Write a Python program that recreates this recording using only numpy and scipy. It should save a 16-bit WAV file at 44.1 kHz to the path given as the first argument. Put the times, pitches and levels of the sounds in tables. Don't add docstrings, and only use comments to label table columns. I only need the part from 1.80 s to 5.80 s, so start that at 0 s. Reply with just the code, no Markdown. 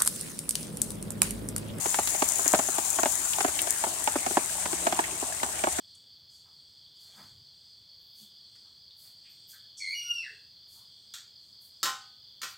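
import sys
import numpy as np
from scipy import signal
from scipy.io import wavfile
from scipy.ndimage import uniform_filter1d

SR = 44100
rng = np.random.default_rng(int(sys.argv[2]) if len(sys.argv) > 2 else 0)


def digitize_waveform(pressure):
    field = np.atleast_2d(pressure).T
    bounded = np.clip(field, -1, 1)
    quanta = np.round(bounded * 32767).astype(np.int16)
    wavfile.write(sys.argv[1], SR, quanta)


N = 176400


def amp(db):
    return 10 ** (np.asarray(db) / 20)


def unit_rms(x):
    return x / np.sqrt(np.mean(x ** 2) + 1e-20)


def with_energy(x, samples):
    return x * np.sqrt(samples / (np.mean(np.sum(x ** 2, -1)) + 1e-20))


def curve_at(points, hz):
    freqs, values = np.transpose(points)
    return np.interp(np.log(hz + 1), np.log(freqs + 1), values)


def decay(t, t60):
    return np.exp(-np.log(1000) * t / t60)


def add(mix, start_s, sound):
    part = mix[:, max(round(start_s * SR), 0):][:, :sound.shape[1]]
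    part += sound[:, :part.shape[1]]


def convolve(x, response):
    return signal.fftconvolve(x, np.atleast_2d(response), axes=1)[:, :N]


def eq(x, points, size=4096):
    log_gain = np.log(amp(curve_at(points, abs(np.fft.fftfreq(size, 1 / SR)))))
    response = np.exp(np.conj(signal.hilbert(log_gain)))
    taps = np.fft.ifft(response).real[:size // 2]
    return convolve(x, taps)[:, :x.shape[1]]


def burst(t, t60, correlation=0):
    left, other = rng.standard_normal((2, len(t)))
    right = correlation * left + np.sqrt(1 - correlation ** 2) * other
    return with_energy(np.array([left, right]) * decay(t, t60), samples=1)


def ring(t, hz, t60):
    return with_energy(np.cos(2 * np.pi * hz * t) * decay(t, t60), samples=1)


def rainfall(per_s, spread_db):
    size = amp(spread_db * np.minimum(rng.exponential(1, (2, N)), 5.7))
    polarity = rng.choice([-1, 1], (2, N))
    return size * polarity * (rng.random((2, N)) < per_s / SR)


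def ringing_rain(pitch_range_hz, per_s, spread_db, t60, voices=24):
    t = np.arange(1024) / SR
    return unit_rms(sum(convolve(rainfall(per_s / voices, spread_db), ring(t, hz, t60))
                        for hz in np.geomspace(*pitch_range_hz, voices)))


def patter(per_s, spread_db, voices=8):
    t = np.arange(2048) / SR
    return unit_rms(sum(convolve(rainfall(per_s / voices, spread_db), (t == 0) + 0.46 * burst(t, 0.022))
                        for _ in range(voices)))


# freq_hz, gain_db
AHEAD_EQ = [(1000, -34.5), (4000, -18), (5900, -9), (6800, 1), (7450, 2.5), (7800, -3), (8250, -0.5),
            (9500, -4), (12500, -13.5), (16000, -13.5)]
# freq_hz, gain_db
TURNED_EQ = [(1000, -42), (4000, -14.5), (5600, -8.5), (6900, -2), (7500, 1), (7820, -0.5), (8300, 4),
             (9400, -3), (12500, -12), (16000, -14.5)]
# freq_hz, gain_db
SIZZLE_RIGHT_EQ = [(1000, 0.5), (3500, 0.5), (5000, -7.5), (6500, -8.5), (9000, -11), (13300, -7.5),
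                   (15000, -7)]
# time_s, gain_db
SIZZLE_FADER = [(0, -26), (0.3, -26), (0.75, -24), (0.9, -26), (1.4, -26), (1.95, -27.5), (2.15, -28.5),
                (2.7, -28.5), (3.3, -30.5), (4, -30.5)]


def leaf_sizzle():
    t = np.arange(N) / SR
    leaf_range_hz, turn_s = (6040, 12670), (1.3, 2.2)
    rain = amp(-1) * patter(per_s=1700, spread_db=3)
    hiss = amp(-1) * unit_rms(rng.standard_normal((2, N)))
    rings = amp(-8) * ringing_rain(leaf_range_hz, per_s=460, spread_db=2.5, t60=0.0075)
    crackle = amp(-10) * ringing_rain(leaf_range_hz, per_s=130, spread_db=1.8, t60=0.0014)
    rain += hiss + rings + crackle
    flurry_db = 1.08 * unit_rms(uniform_filter1d(uniform_filter1d(rng.standard_normal(N), 700), 500))
    turn = np.interp(t, turn_s, [0, 1])
    rain = (1 - turn) * unit_rms(eq(rain, AHEAD_EQ)) + turn * unit_rms(eq(rain, TURNED_EQ))
    treble = signal.sosfiltfilt(signal.butter(2, 10500, "high", fs=SR, output="sos"), rain)
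    shelf_db = np.interp(t, [1.6, 3.7], [0, -4.5])
    right_lift_db = np.interp(t, [turn_s[0], 4], [0, 4.5])
    rain += treble * (amp(shelf_db) - 1)
    rain[1] = eq(rain[1:], SIZZLE_RIGHT_EQ)[0] * amp(right_lift_db)
    return rain * amp(np.interp(t, *np.transpose(SIZZLE_FADER)) + flurry_db)


def drips():
    taps = ringing_rain(pitch_range_hz=(710, 2990), per_s=170, spread_db=4, t60=0.02)
    crossfeed = 0.072 * taps[::-1]
    return amp(-50) * (taps + crossfeed)


# freq_hz, gain_db
WASH_EQ = [(30, -41), (60, 0.5), (80, 0), (115, -7.5), (200, -11.5), (340, -5), (430, -8), (510, -14.5),
           (630, -1.5), (820, -1), (1300, -8.5), (4000, -10), (8000, -20)]
# freq_hz, correlation
WASH_IMAGE = [(60, 1), (130, 0.88), (290, 0.96), (640, 0.6), (1400, 0.027)]
# freq_hz, gain_db
RIGHT_PORT_EQ = [(400, 0.5), (900, 0.5), (1800, 4.5), (3200, 0), (5000, -5)]


def far_wash():
    frames, hz = N // 512 + 5, np.fft.rfftfreq(2048, 1 / SR)[:, None]
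    draws = rng.standard_normal((5, frames, len(hz))).transpose(0, 2, 1)
    left, other = draws[0] + 1j * draws[1], draws[2] + 1j * draws[3]
    patches = unit_rms(uniform_filter1d(uniform_filter1d(draws[4], 24, axis=0), 5, axis=1))
    drift_db = 3 * patches * (hz > 250)
    correlation = curve_at(WASH_IMAGE, hz)
    right = correlation * left + np.sqrt(1 - correlation ** 2) * other
    right *= amp(curve_at(RIGHT_PORT_EQ, hz))
    spectra = np.array([left, right]) * amp(curve_at(WASH_EQ, hz) + drift_db)
    noise = signal.istft(spectra, nperseg=2048, noverlap=1536)[1][:, :N]
    return amp(-40.5) * unit_rms(noise)


# time_s, level_db
HUM_FADER = [(0, -55.5), (.5, -62), (2.5, -65), (3, -52), (3.5, -63.5)]


def far_hum(pitch_hz=174.8):
    t = np.arange(N) / SR
    return amp(np.interp(t, *np.transpose(HUM_FADER))) * unit_rms(np.sin(2 * np.pi * pitch_hz * t))


def sheet_push(t, contact_s):
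    contacts = np.maximum(t, 0) / contact_s
    return contacts * (2 - contacts) * np.exp(-contacts)


# pitch_multiple, gain_db
LEAF_EQ = [(0.05, -42), (0.55, -21.5), (0.85, 1), (1, 6), (1.3, -5), (1.8, -10)]


def leaf_tone(x, pitch_hz):
    return eq(x, [(multiple * pitch_hz, db) for multiple, db in LEAF_EQ])


# freq_hz, gain_db
THUD_EQ = [(40, -32), (140, -15), (190, -11), (250, -0.5), (420, -2.5), (520, -21.5), (900, -61.5)]
# freq_hz, gain_db
POCK_EQ = [(100, -33), (400, -11), (510, -6.5), (610, 3.5), (900, 2.5), (1300, -6), (2000, -16.5),
           (6000, -78.5)]
# freq_hz, gain_db
SLAP_EQ = [(200, -13.5), (800, 2), (1250, 6.5), (2000, 2), (4500, -2), (8000, -3.5), (16000, -60)]
# start_s, thud_db, pock_db, slap_db, pock_hz, right_delay_ms
SHEET_DROPS = [(0.058, -35, -32, -38, 700, -0.39), (0.1443, -71, -37, -33, 1030, 0.015),
               (0.1879, -35, -27.5, -38, 787, 0.067), (0.347, -43.5, -34, -39.5, 800, -0.37),
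               (0.4217, -29.5, -26, -32, 853, 0.24), (0.5915, -45, -35.5, -50, 682, -0.25),
               (0.6595, -38, -36.5, -39.5, 625, 0.37), (0.7367, -26.5, -22.5, -40, 693, -0.094),
               (0.7465, -40, -30, -31.5, 820, 0.056), (0.7916, -34.5, -29.5, -34, 646, -0.15),
               (0.886, -39.5, -37.5, -47, 733, -0.055), (0.9834, -37.5, -31, -36.5, 840, -0.23),
               (1.1875, -38.5, -30, -39, 870, -0.079), (1.2327, -35.5, -26.5, -34.5, 666, -0.35),
               (1.2575, -34, -27.5, -34, 576, 0.039), (1.5844, -45, -32.5, -40, 886, -0.21),
               (1.6062, -41, -32, -32.5, 810, 0.11), (1.6467, -29.5, -27.5, -36, 710, 0.24),
               (1.6815, -42, -37, -39.5, 614, 0.23), (1.8713, -46, -37.5, -38, 710, -0.27),
               (2.039, -46, -28.5, -37, 908, -0.2), (2.067, -40.5, -39, -51, 730, -0.19),
               (2.275, -43, -26, -33, 854, 0.26), (2.3566, -29.5, -31, -43, 565, 0.089),
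               (2.4641, -38, -29.5, -36, 770, -0.35), (2.5088, -36.5, -40, -42.5, 614, -0.22),
               (2.571, -25.5, -23, -34.5, 588, -0.13), (2.8574, -41, -36.5, -37, 1030, -0.057),
               (2.929, -33.5, -39.5, -38, 820, -0.29), (3.0688, -32, -25, -31, 677, -0.32),
               (3.1249, -36, -30, -34.5, 770, 0.17), (3.1908, -31.5, -24.5, -34, 890, -0.27),
               (3.4264, -37, -37, -58, 613, -0.22), (3.6319, -40, -29.5, -32.5, 935, -0.37),
               (3.8383, -35.5, -27, -33.5, 610, 0.33), (3.871, -34.5, -27.5, -44, 763, 0.29),
               (3.986, -33, -33, -38, 695, 0.51)]


def sheet_drops():
    out, t = np.zeros((2, N)), np.arange(4096) / SR
    heavy_db, hit_samples = -21.5, 882
    thud_t60, pock_t60, ripple_t60, slap_t60, spray_t60 = 0.0227, 0.024, 0.035, 0.036, 0.087
    give_s, reflection_s, ripple_rise_s = 0.00033, 0.002882, 0.0031
    knock, ripple_attack = 1. 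* (t == 0), np.minimum(t / ripple_rise_s, 1)
    for start_s, thud_db, pock_db, slap_db, pock_hz, right_delay_ms in SHEET_DROPS:
        thud_hz = 284 + 5 * (heavy_db - thud_db) + rng.uniform(-25, 25)
        thud = ring(t, thud_hz, thud_t60)
        overtone = amp(-12) * ring(t, 1.342 * pock_hz, pock_t60)
        pock = ring(t, pock_hz, pock_t60) + overtone + 0.38 * knock
        layers = [(thud, THUD_EQ, thud_db + 0.5, 0.71, burst(t, ripple_t60, correlation=0.87)),
                  (pock, POCK_EQ, pock_db + 1.5, 0.87, burst(t, ripple_t60, correlation=1)),
                  (knock, SLAP_EQ, slap_db + 2, 1, burst(t, slap_t60, correlation=0.056))]
        contact_s = 0.00015 * amp(0.22 * (thud_db - slap_db))
        push = sheet_push(t - give_s, contact_s)
        push += 0.38 * sheet_push(t - give_s - reflection_s, contact_s)
        push_db = pock_db - 5.5 + 0.76 * (pock_db - heavy_db)
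        spray = leaf_tone(burst(t, spray_t60), pitch_hz=7370)
        drop = amp(slap_db - 1.5) * with_energy(spray, hit_samples)
        drop += amp(push_db) * with_energy(push, hit_samples)
        for strike, tone, level_db, ripple_gain, ripple_noise in layers:
            ripples = ripple_gain * unit_rms(eq(ripple_noise * ripple_attack, tone))
            layer = unit_rms(eq(strike[None], tone)) + ripples
            drop += amp(level_db) * with_energy(layer, hit_samples)
        drop[1] = np.interp(t - right_delay_ms / 1000, t, drop[1], left=0)
        add(out, start_s, drop)
    out[1] = eq(out[1:], RIGHT_PORT_EQ)[0]
    return out


# start_s, level_db, pitch_hz, ring_t60_s
PLIPS = [(0.273, -27, 3280, 0.0004), (1.534, -31, 2920, 0.0027), (1.7909, -26, 3160, 0.0015),
         (3.2402, -31.5, 2090, 0.013)]


def plips():
    out, t = np.zeros((2, N)), np.arange(2048) / SR
    pan = amp([[-1.5], [0]])
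    for start_s, level_db, pitch_hz, ring_t60_s in PLIPS:
        splash = (t == 0) + 4.7 * burst(t, t60=0.041)
        plip = convolve(splash, ring(t, pitch_hz, ring_t60_s))
        add(out, start_s, amp(level_db) * pan * with_energy(plip, samples=441))
    return out


# start_s, level_db, pitch_hz
LEAF_TICKS = [(0.4887, -18, 7400), (0.521, -19.5, 8000), (0.6795, -12, 6760), (0.72, -19, 7850),
              (0.7318, -17.5, 7850), (1.1032, -19, 7600), (1.2327, -20, 5760), (1.2505, -23, 7900),
              (1.323, -22.5, 8100), (1.355, -19, 8400), (1.8182, -14, 9200), (1.907, -12.5, 8600),
              (2.242, -20.5, 8900), (2.66, -25, 8600)]


def leaf_ticks():
    out, t = np.zeros((2, N)), np.arange(1024) / SR
    pan = amp([[0], [-14.5]])
    for start_s, level_db, pitch_hz in LEAF_TICKS:
        snap = burst(t, t60=0.004, correlation=0.82)
        droplets = 0.24 * burst(t, t60=0.04)
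        tick = leaf_tone(snap + droplets, pitch_hz)
        add(out, start_s, amp(level_db) * pan * with_energy(tick, samples=176))
    return out


def scene():
    near = sheet_drops() + leaf_ticks() + plips()
    trees = burst(np.arange(SR // 2) / SR, t60=0.15, correlation=0.93)
    echo = amp(-13.5) * convolve(near, trees)
    return near + echo + leaf_sizzle() + drips() + far_wash() + far_hum()


def record(dry):
    low_cut_hz, ceiling, high_cut_hz = 55, 0.9, 15900
    cut = signal.sosfilt(signal.butter(4, low_cut_hz, "high", fs=SR, output="sos"), dry)
    limited = cut / (1 + (cut / ceiling) ** 6) ** (1 / 6)
    lowpass = signal.firwin(511, high_cut_hz, window=("kaiser", 9), fs=SR)
    return signal.oaconvolve(limited, lowpass[None], "same")


dry = scene()
out = record(dry)
digitize_waveform(out)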